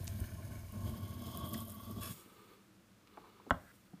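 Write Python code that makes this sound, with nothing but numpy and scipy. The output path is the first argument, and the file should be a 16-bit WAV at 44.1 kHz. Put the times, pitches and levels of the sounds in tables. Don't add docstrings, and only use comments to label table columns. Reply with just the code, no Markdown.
import sys
import numpy as np
from scipy import signal
from scipy.fft import rfft, irfft, next_fast_len
from scipy.io import wavfile
from scipy.ndimage import uniform_filter1d, map_coordinates

SR = 44100
rng = np.random.default_rng(int(sys.argv[2]) if len(sys.argv) > 2 else 0)


def file_out(sig):
    cols = np.atleast_2d(sig).T
    lim = np.clip(cols, -1, 1)
    pcm = np.round(lim * 32767).astype(np.int16)
    wavfile.write(sys.argv[1], SR, pcm)


N = 176400

# time in seconds, relative levels in dB of board, blade and hiss.
STROKE = [(0, -62, -76, -60), (.25, -57.5, -76, -58.5), (.33, -62.5, -81, -65), (.45, -56, -92, -61),
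          (.7, -61, -91, -66.5), (.88, -51.5, -66.5, -58.5), (1.1, -57, -66.5, -62),
          (1.25, -53, -62, -56.5), (1.38, -49, -59.5, -55.5), (1.48, -47, -57.5, -58.5),
          (1.59, -49, -57, -54), (1.65, -54, -67, -59.5), (1.78, -56, -67, -63.5),
          (1.86, -53.5, -66, -59.5), (1.94, -59.5, -73, -62.5), (2.0, -49, -60, -56.5),
          (2.09, -50, -64, -62), (2.15, -69, -74, -75)]
# time in seconds, relative level in dB.
JUDDER_LEVELS = [(0.0, -29), (0.02, -42), (0.66, -45.5), (0.69, -56), (0.74, -44.5), (0.93, -39),
                 (1.09, -48.5), (1.2, -39.5), (1.25, -52), (1.28, -40.5), (1.33, -51), (1.36, -40),
                 (1.53, -41.5), (1.79, -55), (1.96, -43.5), (2.08, -50), (2.11, -46), (2.17, -87)]
RUMBLE_LEVELS = [(0, -46.5), (.22, -51), (.32, -52.5), (.6, -47.5), (.95, -47.5), (1.1, -89), (1.6, -68.5),
                 (1.85, -56), (2.05, -48), (2.15, -70)]
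# frequency in Hz, bandwidth in Hz, relative level in dB.
JUDDER_MODES = [(97.5, 21, 1.5), (220.5, 38.4, -4), (304.3, 46.6, -15.5)]
BOARD_MODES = [(604.5, 38, -1.5), (657.6, 48, -0.5), (890, 70, -8), (1102.4, 37, 1.5)]
BLADE_MODES = [(3197, 164, 3.5), (3367, 230, -3.5), (4980, 230, -9)]
GRAIN_MODES = [(604, 31, -2.5), (1460, 127, -5), (1595, 59, -6), (2150, 146, -6.5), (2710, 150, -11.5)]
EDGE_MODES = [(4400, 300, -7.5), (5110, 200, -4), (6370, 350, 0.5), (9740, 510, 1)]
RASP_MODES = [(1117, 67, -3), (1680, 110, -11), (3390, 92, -10)]
DRAG_MODES = [(1580, 430, 10), (1970, 430, -3), (3030, 1200, -11)]
# frequency in Hz, relative level in dB.
HISS_SPECTRUM = [(400, -13), (1300, -35), (2600, -11), (4400, -4.5), (5800, -10.5), (7000, -5),
                 (7700, -11.5), (8600, -0.5), (10000, -8), (10900, -5.5), (11500, -0.5), (14300, -1),
                 (15300, -5.5)]
RUMBLE_SPECTRUM = [(20, -11), (42, -8), (62, -12), (85, -4.5), (200, -46.5)]
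AMBIENT_SPECTRUM = [(25, -5), (60, -11.5), (120, -1), (150, -14.5), (192, 3), (250, -10.5), (335, -5),
                    (400, -19.5), (455, -12.5), (790, -19.5), (1250, -16.5), (1800, -21), (6000, -27.5),
                    (15000, -33)]
TEAR_SPECTRUM = [(5000, -35), (9000, -12), (13000, -2), (15000, -7)]
RASP_SPECTRUM = [(150, -20), (350, 3), (700, -1), (1400, -4), (2000, -12), (2500, 0.5), (7000, -5),
                 (12000, 2), (15000, -9.5)]
BRUSH_SPECTRUM = [(1500, -11), (5000, -6.5), (8500, 0.5), (12000, -2), (15000, -1.5)]
SLIDE_SPECTRUM = [(120, -21), (234, -5.5), (441, -4.5), (742, -14.5), (1270, -7), (1910, -20.5),
                  (3090, -19), (4100, -17.5), (5510, -33), (15000, -28.5)]
CLACK_SPECTRUM = [(100, -28), (450, -16.5), (800, 0), (1400, 2), (1900, -5.5), (2350, -27), (3300, -16),
                  (4500, -29), (6000, -21), (8000, -27), (15000, -46)]
# start in seconds, level in dB, centre frequency in Hz.
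SNAPS_AND_TICKS = [(.044, -36.5, 12100), (0.0781, -28.5, 4900), (.203, -35, 11500), (.7235, -43, 12600),
                   (1.3738, -29.5, 13000), (1.534, -30.5, 13200), (1.539, -33, 8900), (1.543, -34.5, 4000),
                   (1.579, -32, 13200), (1.587, -36, 14100), (1.6049, -35.5, 10100), (1.683, -39, 12300),
                   (1.697, -38, 10400), (1.703, -36, 9800), (1.724, -49, 12200), (1.911, -39, 12100),
                   (2.034, -32, 12000), (3.074, -49.5, 2620), (3.173, -48.5, 1690)]
CATCHES = [(.205, -28.5, 57), (0.214, -38.5, 254), (1.276, -38.5, 208), (1.436, -35, 207),
           (1.906, -47, 203), (2.104, -37, 168)]
# start in seconds, level in dB, centre in Hz, 60 dB decay time in seconds.
BUMPS = [(1.543, -38, 1700, .03), (2.26, -47, 290, 0.11), (3.172, -39, 800, 0.055), (3.175, -48, 350, 0.19),
         (3.24, -52, 940, 0.23), (3.399, -44.5, 910, 0.034), (3.465, -46.5, 645, 0.053),
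         (3.467, -39, 293, 0.083), (3.496, -34.5, 1140, 0.01), (3.932, -51, 684, 0.047),
         (3.934, -36.5, 208, 0.061)]
# start, attack, hold and release in seconds, level in dB.
TEAR_SWELL = (1.44, -0.08, 0.39, 0.16, -56.5)
RASP_SWELL = (2.002, .025, .035, .085)
BRUSH_SWELLS = [(2.071, 0.039, 0.009, 0.022, -53), (2.1, 0.022, 0.021, 0.13, -58.5),
                (2.122, .03, 0.11, 0.53, -69), (3.482, 0.019, .2, 0.32, -71.5),
                (3.73, 0.023, 0.0046, .015, -72)]
SLIDE_SWELLS = [(2.115, 0.029, 0.4, 0.12, -63.5), (3.015, 0.12, 0.17, 0.54, -65)]
DRAG_SWELL = (3.5, 0.1, 0.67, -0.55, -66)
# start in seconds, level in dB, cutoff in Hz, relative thump in dB.
CONTACTS = [(3.5079, -12, 3120, -17.5), (3.5116, -16, 1540, -3.5), (3.5131, -29, 4940, 3.5),
            (3.5188, -28, 800, -0.5)]
# frequency in Hz, relative level in dB, 60 dB decay time in seconds.
STRUCK_MODES = [(634, -18, 0.078), (681, -18.5, 0.16), (800, -33, 0.045), (1086, -21.5, 0.061),
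                (1480, -17.5, 0.04), (1953, -28, 0.065), (2900, -31, 0.034), (3285, -27.5, 0.02)]
BENCH_MODES = [(92, -6, 0.048), (174, -19, 0.13), (250, -5, 0.036)]
# frequency in Hz, reverberation time in seconds.
ROOM_T60 = [(100, 0.41), (500, 0.41), (1600, 0.17), (4000, 0.24), (12000, 0.21)]

RISE_PER_S, SAG_PER_S, MID_CUT_S = .035, .07, 1.25
FIBRES_PER_S, SLIPS_PER_S, CRACKLES_PER_S, CLUMPS_PER_S = 9000, 500, 1000, 90
JUDDER_GROWS_DB_PER_S, RING_GROWS_DB_PER_S, GRAIN_FADE_DB_PER_S = 5.5, 4.5, 6
GRIP_DB = 1.3


def amp(db):
    return 10 ** (np.asarray(db) / 20)


def unit(x):
    return x / np.sqrt(np.mean(x ** 2) + 1e-20)


def clock():
    return np.arange(N) / SR


def along(points, hz):
    f, values = np.transpose(points)
    return np.interp(np.log(hz + 1), np.log(f + 1), values)


def levels(rows):
    times, *columns = np.transpose(rows)
    fade_db = 69 * np.maximum(clock() - times[-1], 0)
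    return [amp(np.interp(clock(), times, db) - fade_db) for db in columns]


def swell(start, attack, hold, release, db):
    return amp(db) * np.interp(clock(), start + np.cumsum([0, attack, hold, release]), [0, 1, 1, 0])


def wobble(per_s):
    return map_coordinates(rng.standard_normal(int(N * per_s / SR) + 4), [clock() * per_s])


def filtered(x, response):
    size = next_fast_len(len(x) + SR // 4)
    return irfft(rfft(x, size) * response(np.fft.rfftfreq(size, 1 / SR)), size)[:len(x)]


def coloured(x, spectrum):
    return unit(filtered(x, lambda f: amp(along(spectrum, f))))


def ring(x, modes, drift=0):
    def band(f, hz, width):
        return 1j * f * width / (hz * hz - f * f + 1j * f * width)
    y = filtered(x, lambda f: sum(amp(db) * band(f, hz, w) * band(f, hz, 4 * w) for hz, w, db in modes))
    speed = 1 + drift * (clock() - MID_CUT_S)
    return unit(map_coordinates(y, [np.cumsum(speed)], mode="wrap"))


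def minimum_phase(gain):
    cepstrum = irfft(np.log(np.maximum(gain, 1e-6)))
    cepstrum[1:len(cepstrum) // 2] *= 2
    cepstrum[len(cepstrum) // 2 + 1:] = 0
    return irfft(np.exp(rfft(cepstrum)))


def burst(hz, octaves, t60):
    t = np.arange(SR // 6) / SR
    white = rng.standard_normal(len(t))
    noise = filtered(white, lambda f: 1 / (1 + np.abs(np.log2((f + 1) / hz) / octaves) ** 3))
    decay = amp(-60 * t / t60)
    return unit(noise * decay) * np.sqrt(np.mean(decay ** 2)) / 2


def add(track, start, x):
    i = int(start * SR)
    track[i:i + len(x)] += x[:N - i]


def fractures(spread_db, per_s=FIBRES_PER_S):
    impulses = (rng.random(N) < per_s / SR) * rng.choice([-1, 1], N)
    return unit(impulses * amp(spread_db * rng.standard_normal(N)))


def crackle():
    return unit(fractures(0, CRACKLES_PER_S) * amp(4 * wobble(CLUMPS_PER_S)))


def woody(x, t60=.028):
    t = np.arange(SR // 30) / SR
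    modes = rng.standard_normal(len(t)) * amp(-60 * t / t60)
    return unit(unit(x) + amp(2.5) * unit(signal.fftconvolve(x, modes)[:N]))


def patchy(x, depth_db=1.5):
    spectra = signal.stft(x, nperseg=512)[2]
    field = uniform_filter1d(rng.standard_normal(spectra.shape), size=5, axis=0)
    field = uniform_filter1d(field, size=24, axis=1)
    return unit(signal.istft(spectra * amp(depth_db * unit(field)), nperseg=512)[1][:N])


def judder(grip):
    force, = levels(JUDDER_LEVELS)
    slips = fractures(1.5, SLIPS_PER_S)
    share = amp(JUDDER_MODES[1][2] + JUDDER_GROWS_DB_PER_S * (clock() - MID_CUT_S))
    shaking = ring(slips, JUDDER_MODES[:1], RISE_PER_S) + share * ring(slips, JUDDER_MODES[1:])
    return force * amp(-1 + GRIP_DB * grip) * shaking / np.hypot(1, share)


def board_ring(push, grip):
    body = ring(fractures(spread_db=9), BOARD_MODES[:-1])
    stutter = amp(2 * wobble(70))
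    tone = unit(stutter * ring(fractures(spread_db=5.5), BOARD_MODES[-1:], RISE_PER_S))
    share = amp(BOARD_MODES[-1][2] + RING_GROWS_DB_PER_S * (clock() - MID_CUT_S))
    return push * amp(-4 + GRIP_DB * grip) * (body + share * tone) / np.hypot(1, share)


def blade_ring(bite, grip):
    breaks = woody(fractures(spread_db=5.5))
    return bite * amp(-1.5 + GRIP_DB * grip) * ring(breaks, BLADE_MODES, .6 * RISE_PER_S)


def grain_scrape(push, grip):
    t = clock()
    scrape = fractures(spread_db=7) + crackle()
    ringing = ring(scrape, GRAIN_MODES, -SAG_PER_S) + amp(-3.5) * ring(scrape, EDGE_MODES)
    envelope = (t < STROKE[-1][0]) * (push / push.max()) ** .29
    return envelope * amp(-58 + GRIP_DB * grip - GRAIN_FADE_DB_PER_S * t) * patchy(ringing)


def fibre_hiss(parting, grip):
    breaks = amp(1.5 * wobble(250)) * woody(fractures(spread_db=2)) + amp(-3) * crackle()
    flicker_db = grip + 1.2 * wobble(45.46)
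    return parting * amp(-1 + flicker_db) * patchy(coloured(breaks, HISS_SPECTRUM))


def rumble():
    envelope, = levels(RUMBLE_LEVELS)
    return envelope * amp(-4) * coloured(rng.standard_normal(N), RUMBLE_SPECTRUM)


def ambience():
    return amp(-65) * coloured(rng.standard_normal(N), AMBIENT_SPECTRUM)


def snaps_and_ticks(t60=.0084, width_hz=5400, scatter_s=.0078):
    out = np.zeros(N)
    for start, db, hz in SNAPS_AND_TICKS:
        octaves = min(.65, width_hz / hz)
        add(out, start, amp(db) * burst(hz, octaves, t60))
        for lag in rng.uniform(-scatter_s, scatter_s, size=2):
            add(out, start + lag, amp(db - 10.5) * burst(hz, octaves, t60))
    return out


def reverberation(x):
    hz, t, spectra = signal.stft(rng.standard_normal(SR // 2), SR, nperseg=256)
    decay = amp(-60 * t / along(ROOM_T60, hz)[:, None])
    tail = signal.istft(spectra * decay, SR, nperseg=256)[1]
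    return signal.fftconvolve(x, np.pad(tail, (SR // 200, 0)) / np.linalg.norm(tail))[:N]


def thuds(rows, attack_s=.00099):
    out = np.zeros(N)
    for start, db, hz, t60 in rows:
        jolt = burst(hz, octaves=.38, t60=t60)
        onset = 1 - np.exp(-np.arange(len(jolt)) / SR / attack_s)
        add(out, start, amp(db) * jolt * onset)
    return out


def catches(t60=.091):
    return thuds([(*row, t60) for row in CATCHES])


def tear():
    return swell(*TEAR_SWELL) * coloured(crackle(), TEAR_SPECTRUM)


def rasp():
    breaks = fractures(spread_db=6)
    noise = swell(*RASP_SWELL, db=-48) * coloured(woody(breaks), RASP_SPECTRUM)
    return noise + swell(*RASP_SWELL, db=-54) * ring(breaks, RASP_MODES)


def brushing():
    envelope = sum(swell(*row) for row in BRUSH_SWELLS)
    return envelope * coloured(woody(fractures(spread_db=5.5)), BRUSH_SPECTRUM)


def sliding():
    envelope = sum(swell(*row) for row in SLIDE_SWELLS) * amp(wobble(24.66))
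    return envelope * coloured(woody(fractures(spread_db=4.5)), SLIDE_SPECTRUM)


def drag():
    envelope = swell(*DRAG_SWELL) * amp(2.9 * wobble(25.25))
    return envelope * ring(woody(rng.standard_normal(N)), DRAG_MODES)


def knock():
    out, t = np.zeros(N), np.arange(SR // 2) / SR
    f = np.fft.rfftfreq(len(t), 1 / SR)
    clack = minimum_phase(amp(along(CLACK_SPECTRUM, f)))
    clack /= np.abs(clack).max()
    onset = 1 - np.exp(-t / .001)

    def vibration(modes):
        return sum(amp(db + rng.normal(0, 1) - 60 * t / t60) * np.sin(2 * np.pi * hz * t)
                   for hz, db, t60 in modes)
    for start, db, cutoff_hz, thump_db in CONTACTS:
        blow = clack + vibration(STRUCK_MODES) + amp(thump_db) * vibration(BENCH_MODES) * onset
        lowpass = minimum_phase(1 / np.hypot(1, (f / cutoff_hz) ** 2))
        add(out, start, amp(db) * signal.fftconvolve(blow, lowpass)[:len(t)])
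    return out


def scene():
    hits = knock() + snaps_and_ticks() + thuds(BUMPS) + catches()
    push, bite, parting = levels(STROKE)
    grip = wobble(29.85)
    ringing = judder(grip) + board_ring(push, grip) + blade_ring(bite, grip)
    cutting = grain_scrape(push, grip) + fibre_hiss(parting, grip) + tear() + rumble()
    rubbing = rasp() + sliding() + brushing() + drag()
    return (ringing + cutting + rubbing + hits + amp(-14.5) * reverberation(hits) + ambience())[None]


def record(dry, low_cut_hz=42, top_hz=15450):
    x = signal.sosfilt(signal.butter(4, low_cut_hz, "high", fs=SR, output="sos"), dry[0])
    return filtered(x, lambda hz: hz < top_hz)[None]


dry = scene()
out = record(dry)
file_out(out)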